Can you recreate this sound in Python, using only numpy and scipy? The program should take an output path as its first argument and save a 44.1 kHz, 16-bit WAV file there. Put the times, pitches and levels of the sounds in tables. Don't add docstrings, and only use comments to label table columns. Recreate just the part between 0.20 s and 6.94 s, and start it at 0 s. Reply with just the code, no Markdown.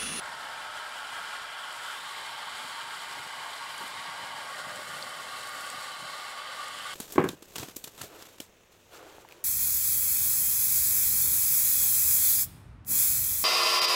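import sys
import numpy as np
from scipy import signal
from scipy.fft import rfft, irfft, next_fast_len
from scipy.io import wavfile

SR = 44100
rng = np.random.default_rng(int(sys.argv[2]) if len(sys.argv) > 2 else 0)


def waveform_to_disk(signal):
    frames = np.transpose(np.atleast_2d(signal))
    scaled = np.clip(frames, -1, 1) * 32767
    samples = np.round(scaled).astype(np.int16)
    wavfile.write(sys.argv[1], SR, samples)


N = 297234
TIME = np.arange(N) / SR

# pitch in Hz, width in Hz, then strength in dB for each of the
BASIN_NOTES = [(529, 56, -30, -30, -30, -17, -20), (609, 90, -17.5, -17.5, -21, -13, -16.5),
               (703, 87, -18, -17.5, -20, -18, -22), (769, 94, -16, -17, -17, -16, -16),
               (865, 90, -11, -13, -11.5, -16, -17), (930, 72, -9, -12, -9, -18, -20),
               (1069, 90, -12, -12.5, -13, -17, -24), (1121, 70, -15, -11.5, -9, -11, -7.5),
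               (1204, 82, -30, -18.5, -13, -12.5, -9), (1310, 96, -9, -7, -18, -16, -28),
               (1422, 92, -8.5, -7.5, -13, -12, -11), (1487, 75, -14, -14, -18, -13, -14),
               (1588, 85, -9.5, -9.5, -11.5, -13, -14), (1649, 68, -14, -14, -16, -15, -23),
               (1782, 87, -12, -15, -18, -17, -17), (1872, 90, -17, -21, -16, -11, -17),
               (2016, 148, -14.5, -14, -13, -12.5, -14), (2167, 116, -16, -19, -13.5, -17, -13.5),
               (2372, 241, -20, -14.5, -16, -21, -25), (2731, 241, -18, -17, -19, -19, -17),
               (2947, 158, -19, -16, -14.5, -21, -20), (3048, 137, -16, -15, -14, -17, -14),
               (3229, 210, -16, -13, -15, -18, -19), (3469, 221, -20, -19, -20, -25, -22),
               (3759, 162, -26, -26, -20, -25, -23), (4089, 233, -22, -23, -17, -19, -18.5),
               (4578, 281, -26, -26, -21, -20, -16.5), (4754, 166, -24, -24, -20, -24, -24),
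               (5428, 407, -22, -25, -23, -22.5, -21.5)]
# time in seconds, spot number (outside 0 to 4, the nearest end counts).
LANDING_SPOT = [(0, -0.5), (0.45, 0.7), (1.3, 1), (1.7, 1), (1.9, 1.9), (2.3, 1.76), (2.8, 1.5), (3.15, 2),
                (3.6, 2), (4.15, 2), (4.4, 3), (4.7, 3.5), (5.3, 4), (6.1, 7), (6.74, 6)]
# time in seconds, boost in dB.
DIRECT_JET = [(0, 1.5), (.65, -0.1), (1.1, -1.6), (1.65, -1.1), (1.9, -3), (2.1, 0), (2.75, -2),
              (3.25, 1.5), (3.5, -0.5), (3.65, -1.5), (4.05, 2.5), (4.35, 0), (5.4, 0.3), (5.8, 0.4),
              (6.74, -2.1)]
# time in seconds, level in dB.
SPRAY_LEVEL = [(0, -53.5), (0.4, -54.5), (0.98, -52.5), (1.22, -55), (1.7, -51.5), (2.02, -52),
               (2.15, -53.5), (2.47, -51), (2.65, -52.5), (3.0, -51.5), (3.65, -52.5), (3.9, -53),
               (4.3, -51), (4.65, -50.8), (5.0, -51), (5.27, -50), (5.9, -51), (6.2, -54), (6.74, -50)]
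# delay in seconds, strength in dB.
WALL_ECHOES = [(.0028, -22), (.0044, -18), (.00555, -17), (.0064, -21), (.008, -21)]
# middle in seconds, length in seconds, pitch at the middle
# in Hz, glide in Hz per second, width in Hz, level in dB.
FILTER_SWEEPS = [(0.932, 0.85, 3080, 4, 460, -53), (1.4, 0.43, 3190, 0, 460, -50.5),
                 (1.82, 1.2, 3630, 1100, 360, -53), (2.301, 1.5, 3234, -200, 460, -51),
                 (2.457, 2.2, 4280, 298, 700, -54), (3.792, 0.27, 3750, 7, 300, -52.5),
                 (5.198, 0.44, 4100, -2, 240, -54.5), (5.8, 0.81, 4090, 0, 200, -52),
                 (6.26, 0.32, 3190, 3, 400, -51), (6.66, 0.93, 3144, 3, 400, -47.5)]
# time in seconds, drumming level in dB.
RUNOFF_LEVEL = [(0, -61), (0.7, -67), (1.0, -62.5), (1.25, -68), (2.2, -64), (3.05, -62.5), (3.3, -63.5),
                (3.85, -60.5), (4.25, -60), (4.55, -56), (5.1, -60.5), (5.6, -60.5), (6.2, -65.5),
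                (6.74, -60.5)]
# time in seconds, base level in dB, pitch in Hz.
BLOBS = [(2.45, -54, 250), (2.976, -55, 285), (3.001, -55, 120), (3.068, -54, 148), (3.614, -50, 370),
         (3.639, -52, 277), (3.79, -51, 130), (3.885, -56, 170), (4.038, -52, 116), (4.468, -53, 161),
         (4.738, -54, 186), (4.864, -55, 236), (5.544, -53.5, 250), (5.826, -50, 145), (5.85, -53, 157)]
# middle in seconds, length in seconds, level in dB.
SPATTERS = [(3.0, .2, -62), (3.61, 0.33, -56), (4.718, .7, -59), (5.33, .6, -58)]
# start in seconds, level in dB, pitch in Hz.
STRAY_DROPS = [(1.5259, -41, 7660), (3.5803, -35.5, 8450), (3.6795, -36, 7850), (4.5585, -36, 7400),
               (4.8933, -37.5, 8300), (5.2324, -36, 7900), (5.2729, -34, 7390), (5.2919, -34, 8620),
               (5.4086, -36, 8100), (5.466, -39, 7990), (5.5014, -31.5, 8060), (6.4832, -35.5, 7030),
               (6.5869, -40, 7380)]
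# start in seconds, level in dB, pitch in Hz, seconds to fade by 60 dB.
BUBBLES = [(4.8257, -22.5, 4400, .008)]
# middle in seconds, length in seconds, pitch in Hz, width in Hz,
# level in dB.
DRAIN_RING = (6.5, 1.8, 1195, 140, -47)

# frequency in Hz, relative level in dB.
WASH_COLOUR = [(200, -19.5), (420, -5), (560, -4.5), (1000, -1.5), (1700, -3.5), (2500, -5), (3600, -0.5),
               (4900, -4), (6000, -12.5), (7500, -33)]
SPRAY_COLOUR = [(4500, -29.5), (6000, -10.5), (6700, 0), (7200, 2), (7900, 3.5), (8600, 0.5), (9500, -0.5),
                (10700, -5.5), (12500, -18), (15500, -46)]
MIST_COLOUR = [(7000, -14), (10000, -4.5), (12000, -3.5), (13500, -6), (15600, -12)]
DRUM_COLOUR = [(20, -41), (38, -26), (55, -20), (80, -6), (120, 1.5), (160, 1), (200, -1), (260, 1.5),
               (330, -3.5), (450, -0.5), (540, -2), (700, -11), (1200, -53)]
TICK_COLOUR = [(2000, -18), (4000, -14), (6000, -2), (8500, 6), (12000, -1), (15500, -19)]
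RUMBLE_COLOUR = [(12, -6), (28, -6), (55, -4), (100, -13), (250, -35)]


def basin(spray_change_db, low_db=-40, high_db=-40.5):
    spot = curve(LANDING_SPOT)
    direct_db = curve(DIRECT_JET)
    out = np.zeros(N)
    for hz, width_hz, *spot_db in BASIN_NOTES:
        strength = np.interp(spot, np.arange(len(spot_db)), from_db(spot_db))
        if hz < 2500:
            drive_db = low_db + direct_db * (790 / hz) ** 2.4
        else:
            drive_db = high_db + 0.22 * spray_change_db
        ringing = rms_one(resonate(drops(per_s=1500, spread_db=2.5), hz, width_hz))
        out += ringing * strength * from_db(drive_db + 0.78 * drift(rate_hz=7.5))
    return out


def splash(spray_db, spray_change_db):
    wash_db = -47.5 + 0.13 * spray_change_db + 0.11 * curve(DIRECT_JET)
    mist_db = -59.5 + 1.15 * spray_change_db
    spurts = from_db(0.84 * drift(rate_hz=12.3) + 0.28 * drift(rate_hz=33))
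    shared_hits = drops(per_s=8000, spread_db=3.0) * spurts
    wash_hits = shared_hits + 0.38 * drops(per_s=5000, spread_db=2.0)
    spray_hits = shared_hits + 0.93 * drops(per_s=11000, spread_db=0.0) * spurts
    mist_hits = drops(per_s=14000, spread_db=5.0) * spurts
    wash = wall_echoes(colour(wash_hits, WASH_COLOUR)) * from_db(wash_db)
    spray = wall_echoes(colour(spray_hits, SPRAY_COLOUR)) * from_db(spray_db - 0.82)
    mist = wall_echoes(colour(mist_hits, MIST_COLOUR)) * from_db(mist_db)
    return wash + spray + mist


def filter_ring():
    out = np.zeros(N)
    for middle_s, length_s, hz, glide_hz_per_s, width_hz, db in FILTER_SWEEPS:
        smoothing = signal.butter(2, width_hz / 2, fs=SR, output="sos")
        shiver = signal.sosfilt(smoothing, drops(per_s=4300, spread_db=3.5))
        cycles = hz * TIME + glide_hz_per_s * (TIME - middle_s) ** 2 / 2
        phase = 2 * np.pi * cycles + drift(rate_hz=93)
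        out += from_db(db) * swell(middle_s, length_s) * rms_one(shiver * np.sin(phase))
    return out


def spatters():
    showers = sum(from_db(db) * swell(middle_s, length_s) for middle_s, length_s, db in SPATTERS)
    return showers * wall_echoes(colour(drops(per_s=900, spread_db=2.5), MIST_COLOUR))


def drain():
    middle_s, length_s, hz, width_hz, db = DRAIN_RING
    ringing = rms_one(resonate(drops(per_s=1500, spread_db=3.5), hz, width_hz))
    return from_db(db) * swell(middle_s, length_s) * ringing


def runoff():
    drumming = rms_one(colour(drops(per_s=700, spread_db=2.5), DRUM_COLOUR))
    splats = sum(from_db(db - 11) * swell(time_s, length_s=0.047) for time_s, db, _ in BLOBS)
    thuds = sum(ping(time_s - 1 / hz, db + 9.5, hz, fade_s=0.057) for time_s, db, hz in BLOBS)
    return drumming * (from_db(curve(RUNOFF_LEVEL)) + splats) + thuds


def stray_drops(decay_s=0.002):
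    hiss = rms_one(colour(rng.standard_normal(N), TICK_COLOUR))
    out = np.zeros(N)
    for start_s, db, hz in STRAY_DROPS:
        fade = np.exp(-np.clip((TIME - start_s) / decay_s, 0, 20))
        spit = from_db(db - 4) * (TIME >= start_s) * fade * hiss
        out += spit + ping(start_s, db, hz, fade_s=0.0075)
    return out


def bubble():
    return sum(ping(*row) for row in BUBBLES)


def rumble(db=-73, end_s=1.45, fade_s=0.1):
    hold = np.clip((end_s - TIME) / fade_s, 0, 1)
    return from_db(db) * hold * rms_one(colour(rng.standard_normal(N), RUMBLE_COLOUR))


def wall_echoes(sound):
    echoes = sum(from_db(db) * np.roll(sound, round(delay_s * SR)) for delay_s, db in WALL_ECHOES)
    return rms_one(sound - echoes)


def drops(per_s, spread_db):
    sizes = from_db(spread_db * np.minimum(rng.exponential(1, N), 4))
    hits = rng.random(N) < per_s / SR
    return rms_one(hits * sizes * rng.choice([-1, 1], N))


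def resonate(sound, hz, width_hz):
    b, a = signal.iirpeak(hz, hz / (1.14 * width_hz), fs=SR)
    run_in = sound[-SR // 20:]
    three_passes = np.array([[*b, *a]] * 3)
    return signal.sosfilt(three_passes, np.concatenate([run_in, sound]))[-N:]


def ping(start_s, db, hz, fade_s):
    age = np.maximum(TIME - start_s, 0)
    rise = np.minimum(age * hz, 1)
    fall = from_db(db - 60 * np.minimum(age / fade_s, 4))
    return rise * fall * np.sin(2 * np.pi * hz * age)


def colour(sound, spectrum):
    size = 2 * next_fast_len(N // 2 + SR // 4)
    hz, db = np.transpose(spectrum)
    grid_hz = np.maximum(np.arange(size // 2 + 1) * SR / size, 1)
    gains = from_db(np.interp(np.log(grid_hz), np.log(hz), db))
    cepstrum = irfft(np.log(gains))
    cepstrum[1:size // 2] *= 2
    cepstrum[size // 2 + 1:] = 0
    return irfft(rfft(sound, size) * np.exp(rfft(cepstrum)))[:N]


def drift(rate_hz):
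    step, run_in = 40, 2000
    memory = np.exp(-2 * np.pi * step * rate_hz / SR)
    noise = rng.standard_normal(N // step + run_in + 2)
    slow = signal.lfilter([1], [1, -2 * memory, memory * memory], noise)[run_in:]
    return np.interp(np.arange(N) / step, np.arange(len(slow)), rms_one(slow))


def swell(middle_s, length_s):
    return np.cos(np.pi * np.clip((TIME - middle_s) / length_s, -.5, .5)) ** 2


def curve(rows):
    times_s, values = np.transpose(rows)
    return np.interp(TIME, times_s, values)


def from_db(db):
    return 10 ** (np.asarray(db) / 20)


def rms_one(sound):
    return sound / np.sqrt(np.mean(sound ** 2) + 1e-20)


def scene():
    spray_db = curve(SPRAY_LEVEL)
    spray_change_db = spray_db - spray_db.mean()
    surge = from_db(0.5 * drift(rate_hz=6.1))
    jet = basin(spray_change_db) + filter_ring() + splash(spray_db, spray_change_db)
    water = surge * (jet + spatters() + drain())
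    return (water + runoff() + stray_drops() + bubble() + rumble())[None]


def record(dry):
    return signal.sosfilt(signal.ellip(12, .1, 80, 15700, fs=SR, output="sos"), dry)


dry = scene()
out = record(dry)
waveform_to_disk(out)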